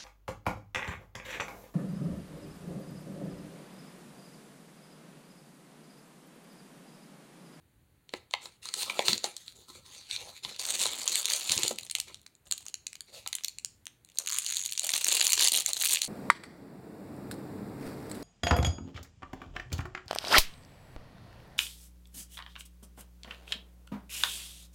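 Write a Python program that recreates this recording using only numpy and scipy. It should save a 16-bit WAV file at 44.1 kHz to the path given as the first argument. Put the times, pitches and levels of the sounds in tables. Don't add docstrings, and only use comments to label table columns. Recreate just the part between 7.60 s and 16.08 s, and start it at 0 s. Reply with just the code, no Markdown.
import sys
import numpy as np
from scipy import signal
from scipy.fft import rfft, irfft
from scipy.io import wavfile
from scipy.ndimage import uniform_filter1d, map_coordinates

SR = 44100
rng = np.random.default_rng(int(sys.argv[2]) if len(sys.argv) > 2 else 0)


def store_wav(level_fs):
    pcm = np.round(np.clip(np.atleast_2d(level_fs), -1, 1) * 32767)
    wavfile.write(sys.argv[1], SR, pcm.T.astype(np.int16))


N = 373968
TIME = np.arange(N) / SR
BAG_FREE_S = 4.13

# frequency in Hz, density in dB per Hz.
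CARD_SPECTRUM = [(200, -31.5), (900, -15), (1500, -7.5), (2300, 1.5), (3000, -0.5), (3800, 6), (7000, 2),
                 (10000, -8), (16000, -32.5)]
# frequency in Hz, density in dB per Hz.
FILM_SPECTRUM = [(150, -60), (500, -14.5), (1000, -11.5), (1500, -12.5), (2300, -6), (3500, -2.5),
                 (7000, 2), (9500, -7), (12000, -13.5), (16000, -16)]
# start in seconds, length in seconds, relative level in dB,
# flexing of the whole sheet in dB re that level.
BAG_TUGS = [(2.982, .10, -38, -19), (3.067, 0.095, -34, -21.5), (3.181, 0.087, -30, -22.5),
            (3.284, 0.2, -40, -15.5), (3.473, 0.14, -33.5, -37), (3.63, 0.33, -39, -24),
            (3.671, 0.1, -34, -45), (3.873, 0.068, -30, -34), (3.948, 0.16, -36.5, -43),
            (4.149, 0.12, -49.5, -19), (4.338, 0.045, -43, -17), (4.46, 0.16, -66.5, -26),
            (4.846, 0.091, -59.5, -11), (4.908, 0.19, -58.5, -15), (5.27, 0.18, -71.5, -15),
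            (5.645, 0.24, -61, -14.5), (6.465, 0.18, -63, -33), (6.553, 0.085, -51, -9),
            (6.686, 0.373, -43, -33), (7.045, 0.19, -45.5, -46), (7.199, 0.073, -34.5, -19),
            (7.28, .19, -37, -21), (7.328, 0.023, -23.5, -27.5), (7.459, 0.061, -26, -23.5),
            (7.509, 0.16, -28, -22.5), (7.686, 0.057, -26, -35), (7.765, 0.075, -28.5, -22),
            (7.8, 0.076, -23.5, -28), (7.908, 0.086, -27, -25), (8.046, 0.058, -35.5, -18.5),
            (8.135, 0.054, -35.5, -24), (8.193, 0.096, -28.5, -33), (8.298, 0.055, -25, -29.5),
            (8.407, 0.037, -33.5, -27)]


def undb(db):
    return 10 ** (np.asarray(db) / 20)


def unit(x):
    return x / np.sqrt(np.mean(x ** 2))


def curve(table, axis):
    rows = np.array(table, float)
    return np.interp(TIME, rows[:, 0], rows[:, axis])


def colour(x, spectrum):
    n = x.shape[-1]
    hz, db = np.transpose(spectrum)
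    log_hz = np.log(np.fft.rfftfreq(n, 1 / SR) + 1)
    gain = undb(np.interp(log_hz, np.log(hz), db))
    cepstrum = irfft(np.log(gain), n)
    cepstrum[1:n // 2] *= 2
    cepstrum[n // 2 + 1:] = 0
    return irfft(rfft(x) * np.exp(rfft(cepstrum)), n)


def resonate(x, hz, width):
    f = np.fft.rfftfreq(x.shape[-1], 1 / SR) + 1e-6
    detuning = (f * f - hz * hz) / (f * width)
    return irfft(rfft(x) / (1 + 1j * detuning), x.shape[-1])


def bursts(decay_s, count, size):
    return rng.standard_normal((count, size)) * np.exp(-np.arange(size) / SR / decay_s)


def place(times, gains, rows):
    out = np.zeros(N + rows.shape[1])
    rows = rows * np.sqrt(SR / 1000 / np.sum(rows ** 2, axis=1, keepdims=True))
    starts = np.clip(np.asarray(times) * SR, 0, N - 1).astype(int)
    for i, gain, row in zip(starts, gains, rows):
        out[i:i + len(row)] += gain * row
    return out[:N]


def steady(x, span_s):
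    window = max(int(span_s * SR), 2)
    power = uniform_filter1d(uniform_filter1d(x ** 2, window), window)
    return x / np.sqrt(np.abs(power) + np.mean(x ** 2) / 20)


def friction(rate, spread_db):
    happens = rng.random(N) < rate / SR
    catches = happens * rng.standard_normal(N) * undb(spread_db * rng.standard_normal(N))
    return steady(catches, span_s=0.07)


def patchy(x, depth_db, rate):
    hz, s, frames = signal.stft(x, SR, nperseg=512)
    places = np.meshgrid(np.sqrt(hz) / 4, s * rate, indexing="ij")
    field = map_coordinates(rng.standard_normal((48, 400)), places, order=1, mode="mirror")
    return unit(signal.istft(frames * undb(depth_db * field), SR)[1][:N])


def strokes(table, db, attack_s, release_s):
    t = TIME[::32]
    start, length = np.array(table).T[:2, :, None]
    swell = np.clip((t - start) / attack_s, 0, 1) ** 2
    release = np.exp(-np.maximum(t - start - length, 0) / release_s)
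    return np.interp(TIME, t, np.linalg.norm(undb(db)[:, None] * swell * release, axis=0))


def room_air():
    # frequency in Hz, density in dB per Hz.
    air_spectrum = [(32, -19), (55, -1), (80, -3), (110, -1.5), (200, -8.5), (330, -12), (600, -19.5),
                    (1200, -23.5), (1900, -22.5), (3300, -27.5), (5300, -27), (7000, -28.5), (16000, -32)]
    air = unit(colour(rng.standard_normal(N), air_spectrum))
    swell = np.interp(TIME, np.linspace(0, TIME[-1], 110), rng.standard_normal(110))
    rumble = .75 * swell * resonate(air, 70, 90)
    return undb(-71) * (air + rumble)


def room(x):
    room_db, echo_s, echo_db = -15.5, 0.0099, -16
    low_t60_s, treble_t60_s = .33, .25
    t = TIME[:SR // 2]
    noise = rng.standard_normal(len(t))
    low = resonate(noise, 2400, 4000)
    tail = low * undb(-60 * t / low_t60_s) + 0.74 * (noise - low) * undb(-60 * t / treble_t60_s)
    tail *= np.clip(t / 0.0019, 0, 1)
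    echo = rng.standard_normal(len(t)) * (t > echo_s) * np.exp(-np.abs(t - echo_s) / 0.0044)
    response = undb(room_db) * tail / np.linalg.norm(tail)
    response = response + undb(echo_db) * echo / np.linalg.norm(echo)
    feed = x + 0.24 * resonate(x, 310, 2400)
    return x + signal.fftconvolve(feed, response)[:N]


def thumps():
    # time in seconds, energy in dB re full scale for 1 ms, frequency in Hz.
    bumps = [(1.488, -28.5, 224), (1.521, -44.5, 110), (2.849, -42.5, 65), (3.101, -55, 66),
             (3.899, -37, 90), (3.96, -33.5, 100), (4.027, -36, 121), (4.109, -40, 215), (4.219, -49, 100)]
    s, db, hz = np.transpose(bumps)
    push = bursts(decay_s=0.03, count=len(s), size=8192)
    bump = resonate(push, hz[:, None], 90)
    return place(s, undb(db), resonate(bump, 165, 220))


def panels(x):
    # frequency in Hz, width in Hz, gain in dB.
    box_modes = [(225, 110, -10.5), (363, 30, 3), (506, 150, -1), (835, 41, 4), (1000, 123, 0),
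                 (1335, 57, 6)]
    return sum((-1) ** k * undb(db) * resonate(x, hz, width) for k, (hz, width, db) in enumerate(box_modes))


def sliding_card():
    # start in seconds, length in seconds, relative level in dB,
    # cut edge in dB re the rasp, panel shudder in dB re the level.
    slides = [(0.505, 0.063, -59, -1.5, -7), (0.799, 0.068, -48, -8.5, -11.5),
              (1.012, 0.17, -47.5, -3.5, -16.5), (1.143, 0.081, -38, 8.5, -14),
              (1.245, 0.18, -40.5, -7, -7), (1.431, 0.094, -32, -0.5, -12),
              (1.623, 0.027, -32.5, -7.5, -9.5), (1.75, 0.18, -57.5, 1, -20), (1.937, 0.085, -55, 12.5, -9),
              (2.065, 0.038, -45, 4.5, -11.5), (2.127, 0.064, -57, 2, -3.5),
              (2.237, 0.15, -53.5, -3, -11.5), (2.375, .115, -54, -11, -28), (2.476, 0.081, -37, -17, -30),
              (2.56, 0.14, -48.5, -7.5, -6), (2.68, 0.099, -56, -1, -29),
              (2.817, 0.099, -40.5, -12.5, -14.5), (3.95, 0.11, -46, -15, 1), (4.459, 0.037, -48.5, -7, -8),
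              (5.46, 0.098, -60.5, -7, -5), (5.516, 0.065, -49, -1, -8)]
    # frequency in Hz, density in dB per Hz.
    edge_spectrum = [(2000, -22.5), (4000, 2.5), (5500, -0.5), (7000, 0), (10000, -11.5), (16000, -17)]
    attack_s, release_s = .024, 0.03
    catches_per_s, catch_db = 41, -14
    flutter_db = 3.5
    drag_panel_db = -21
    _, _, db, edge_db, panel_db = np.transpose(slides)
    push = strokes(slides, db, attack_s, release_s)
    edge_push = strokes(slides, db + edge_db, attack_s, release_s)
    shake = strokes(slides, db + panel_db, attack_s, release_s)
    dragged = np.array([tug for tug in BAG_TUGS if tug[0] < BAG_FREE_S])
    drag = strokes(dragged, dragged[:, 2] + drag_panel_db, attack_s, release_s)

    rasp = patchy(colour(friction(rate=4000, spread_db=3), CARD_SPECTRUM), depth_db=6, rate=26)
    edge = patchy(colour(friction(rate=6000, spread_db=3), edge_spectrum), depth_db=4, rate=26)
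    scrape = steady(rasp + edge_push / (push + 1e-12) * edge, span_s=.1)
    ticks = (rng.random(N) < catches_per_s / SR) * rng.standard_normal(N)
    snags = unit(colour(ticks, CARD_SPECTRUM))
    shudder = colour(panels(friction(rate=600, spread_db=4)), [(650, 0), (1300, -7)])
    shudder = steady(patchy(shudder, depth_db=7, rate=16), span_s=.05)
    wander = np.interp(TIME, np.linspace(0, TIME[-1], 300), rng.standard_normal(300))
    contact = (scrape + undb(catch_db) * snags) * push * undb(flutter_db * wander)
    return undb(-1.5) * contact + undb(-3.0) * shudder * np.hypot(shake, drag)


def knocks():
    # time in seconds, crack energy in dB re full scale
    # for 1 ms, crack frequency in Hz, panel energy in dB re the same, panel frequency in Hz.
    strikes = [(0.492, -42, 4380, -60, 380), (0.5374, -27, 2160, -27.5, 315), (0.7102, -39, 5960, -55, 800),
               (0.7379, -18.5, 2130, -24.5, 713), (0.8562, -33, 4270, -43.5, 870),
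               (1.0556, -31, 6200, -41.5, 1200), (1.0879, -28, 5140, -45, 1100),
               (1.1394, -19.5, 7500, -41, 1010), (1.2307, -23, 5200, -39, 900),
               (1.2982, -22, 2350, -31.5, 1100), (1.3922, -18.5, 3040, -17, 750),
               (1.4826, -10.5, 4240, -26, 540), (1.5313, -14, 4740, -53, 530),
               (1.5787, -25, 6060, -47, 570), (1.642, -17.5, 5150, -25, 795), (1.766, -28, 7900, -61, 398),
               (1.8805, -34, 4070, -65, 395), (2.511, -25, 4200, -70, 440), (2.5629, -25.5, 4100, -53, 440),
               (2.849, -25.5, 3100, -38, 900), (3.2558, -20, 5000, -26.5, 620),
               (4.0503, -28, 5670, -31, 476), (4.11, -37, 3600, -25.5, 606),
               (5.6622, -33.5, 3980, -36, 756)]
    flap_ring_db, flap_width_hz, big_flap_hz = 3.5, 230, 2250
    s, crack_db, crack_hz, panel_db, panel_hz = np.transpose(strikes)
    crack_hz, panel_hz = crack_hz[:, None], panel_hz[:, None]
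    crack = colour(bursts(decay_s=.0015, count=len(s), size=2048), CARD_SPECTRUM)
    crack = resonate(crack, crack_hz, .55 * crack_hz)
    flap_gain = undb(flap_ring_db) * (big_flap_hz / crack_hz) ** 2
    crack = crack + flap_gain * resonate(crack, crack_hz, flap_width_hz)
    push = bursts(decay_s=.0008, count=len(s), size=2048)
    thud = resonate(panels(push) + .5 * push, panel_hz, .55 * panel_hz)
    creak = colour(bursts(decay_s=.008, count=len(s), size=1024)[:, ::-1], CARD_SPECTRUM)
    sound = place(s, undb(crack_db), crack) + place(s, undb(panel_db), thud)
    return sound + undb(-25) * place(s - creak.shape[1] / SR, undb(crack_db), creak)


def peel():
    # time in seconds, slips per second, flap resonance in Hz, relative level in dB.
    pull = [(6.655, 125, 1700, -34.5), (6.72, 114, 1220, -27), (6.83, 156, 1380, -42),
            (6.9, 130, 1830, -32), (7.02, 84, 2220, -30.5), (7.18, 54, 2216, -52)]
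    # frequency in Hz, density in dB per Hz.
    seal_spectrum = [(300, -58), (650, -51), (1000, -1.5), (1700, -5.5), (3600, -3.5), (5600, 0),
                     (6700, 13.5), (8000, -1.5), (11000, -17), (16000, -22)]
    turns = np.cumsum(curve(pull, axis=1) * (TIME > pull[0][0])) / SR
    chance = rng.standard_normal((90, 2))
    s = np.interp(np.arange(len(chance)) + 1 + .17 * chance[:, 0], turns, TIME)
    pluck = colour(bursts(decay_s=.0005, count=len(s), size=512), seal_spectrum)
    flap_hz = np.interp(s, TIME, curve(pull, axis=2))[:, None]
    slip_db = np.interp(s, TIME, curve(pull, axis=3)) + 2.2 * chance[:, 1]
    sizes = undb(slip_db) * (s < pull[-1][0])
    sound = pluck - 0.98 * resonate(pluck, 0.56 * flap_hz, 1.3 * flap_hz)
    sound = sound + 0.16 * resonate(pluck, flap_hz, 500)
    return undb(5.0) * place(s, sizes, sound)


def creases(hz, decay_s, width):
    kick = bursts(decay_s, count=len(hz), size=512)
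    lag = SR * rng.uniform(.0005, .0025, (len(hz), 1))
    later = np.arange(512) - lag
    second = rng.standard_normal(kick.shape) * (later > 0) * np.exp(-np.abs(later) / SR / decay_s)
    clicks = colour(kick + .8 * rng.random(lag.shape) * second, FILM_SPECTRUM)
    centre = hz[:, None]
    facet = 0
    for ratio in (.5, .8, 1.3):
        mode_hz = centre * ratio * 2 ** (.25 * rng.standard_normal(centre.shape))
        facet = facet + resonate(clicks, mode_hz, 520)
    return resonate(clicks, centre, width * centre) + .75 * facet


def snaps():
    # time in seconds, relative energy in dB, centre frequency in Hz. The rows from 6.78 to 7.07 s are
    big_creases = [(2.963, -37, 3520), (2.995, -25, 4800), (3.0528, -25, 3880), (3.2367, -23.5, 4900),
                   (3.2655, -22, 7360), (3.4325, -30, 5900), (3.478, -14, 5400), (3.5561, -16.5, 4900),
                   (3.6559, -16.5, 5400), (3.7014, -19, 5500), (3.735, -16, 5400), (3.919, -13, 7400),
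                   (3.978, -15.5, 5950), (4.0333, -16, 5000), (4.0798, -17, 8200), (4.1862, -26.5, 5950),
                   (4.2986, -30.5, 4930), (4.3117, -24.5, 6900), (4.3519, -18, 5530), (4.4006, -19.5, 7560),
                   (4.5447, -34.5, 4300), (4.664, -39, 3880), (4.752, -50.5, 6230), (4.9123, -21, 6460),
                   (4.923, -17, 5200), (4.9788, -33, 8500), (5.065, -31.5, 4190), (5.083, -32, 5670),
                   (5.142, -24.5, 5600), (5.2675, -24.5, 5130), (5.3304, -35, 5070), (5.3543, -36, 3000),
                   (5.4069, -32, 5400), (5.675, -24.5, 6950), (5.729, -23.5, 3270), (5.7521, -22, 8200),
                   (5.785, -37.5, 3430), (5.8368, -28, 5200), (5.846, -19, 7340), (5.8825, -25.5, 5400),
                   (5.9854, -30.5, 4940), (6.0477, -21, 5270), (6.2558, -41, 6550), (6.268, -30.5, 3670),
                   (6.4484, -47, 7500), (6.573, -36, 5940), (6.5865, -15, 7600), (6.7855, -18, 6360),
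                   (6.864, -21, 6000), (6.969, -20, 7150), (7.0608, -22.5, 7340), (7.123, -24.5, 7400),
                   (7.133, -29, 7650), (7.1773, -19.5, 6900), (7.1946, -17.5, 6500), (7.292, -16.5, 4600),
                   (7.3188, -26, 6200), (7.445, -13, 7200), (7.6131, -13, 4040), (7.6681, -11, 6070),
                   (7.7321, -10, 7400), (7.795, -15, 4500), (7.8833, -13, 6800), (8.0613, -14.5, 6140),
                   (8.133, -17.5, 7000), (8.2548, -25, 5750), (8.316, -22, 6460), (8.4182, -16, 5530)]
    # frequency in Hz, gain in dB.
    snap_tilt = [(500, -0.5), (1800, 1), (4500, 2), (9000, 1.5), (14000, 2)]
    s, db, hz = np.transpose(big_creases)
    sound = colour(creases(hz, decay_s=.0005, width=.9), snap_tilt)
    return undb(.6) * place(s, undb(db), sound)


def crinkle():
    # frequency in Hz, gain in dB.
    hiss_tilt = [(1500, 0), (4000, 2.5), (8000, 1), (13000, -5)]
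    attack_s, release_s = 0.013, 0.02
    creases_per_s, firm_tug_db, doubling_db = 290, -26.5, 22.5
    crease_hz, crease_spread_db = 6280, 5
    hiss_db = np.where(TIME < BAG_FREE_S, -2, -11.5)
    swarm_db = np.where(TIME < BAG_FREE_S, -3.5, -0.5)
    _, _, db, flex_db = np.transpose(BAG_TUGS)
    effort = strokes(BAG_TUGS, db, attack_s, release_s)
    bending = strokes(BAG_TUGS, db + flex_db, attack_s, release_s)
    rate = creases_per_s * 2 ** ((20 * np.log10(effort + 1e-4) - firm_tug_db) / doubling_db)

    chance = rng.standard_normal((2800, 2))
    start, end = BAG_TUGS[0][0], TIME[-1]
    s = start + (end - start) * rng.random(len(chance))
    buckles = rng.random(len(s)) < np.interp(s, TIME, rate) * (end - start) / len(s)
    sizes = undb(crease_spread_db * np.minimum(chance[:, 0], 1.5)) * buckles
    swarm = place(s, sizes, creases(crease_hz * 2 ** (.65 * chance[:, 1]), decay_s=.00055, width=.8))
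    swarm = steady(patchy(swarm, depth_db=3, rate=24), span_s=.035)

    hiss = colour(colour(friction(rate=1600, spread_db=5), FILM_SPECTRUM), hiss_tilt)
    hiss = patchy(hiss, depth_db=5, rate=30)
    flexing = resonate(bursts(decay_s=0.0022, count=len(s), size=512), 580, 700)
    flexing = resonate(flexing, 700, 1000)
    flex = steady(patchy(place(s, sizes, flexing), depth_db=5, rate=20), span_s=.04)
    return effort * (undb(swarm_db) * swarm + undb(hiss_db) * hiss) + bending * flex


def scene():
    handling = knocks() + sliding_card() + thumps() + snaps() + crinkle() + peel()
    return (room(handling) + room_air())[None]


def record(dry):
    # frequency in Hz, gain in dB.
    port_response = [(3600, 2.5), (4400, 3.5), (5100, -8), (5700, -6), (6700, 0.5), (7700, -0.5), (9000, 4)]
    top_hz = 15900
    padded = np.pad(dry, ((0, 0), (0, 2 ** 19 - N)))
    sound = colour(padded, port_response)[:, :N]
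    sound = .75 * np.tanh(sound / .75)
    return signal.sosfilt(signal.ellip(10, .2, 75, top_hz, fs=SR, output="sos"), sound)


dry = scene()
out = record(dry)
store_wav(out)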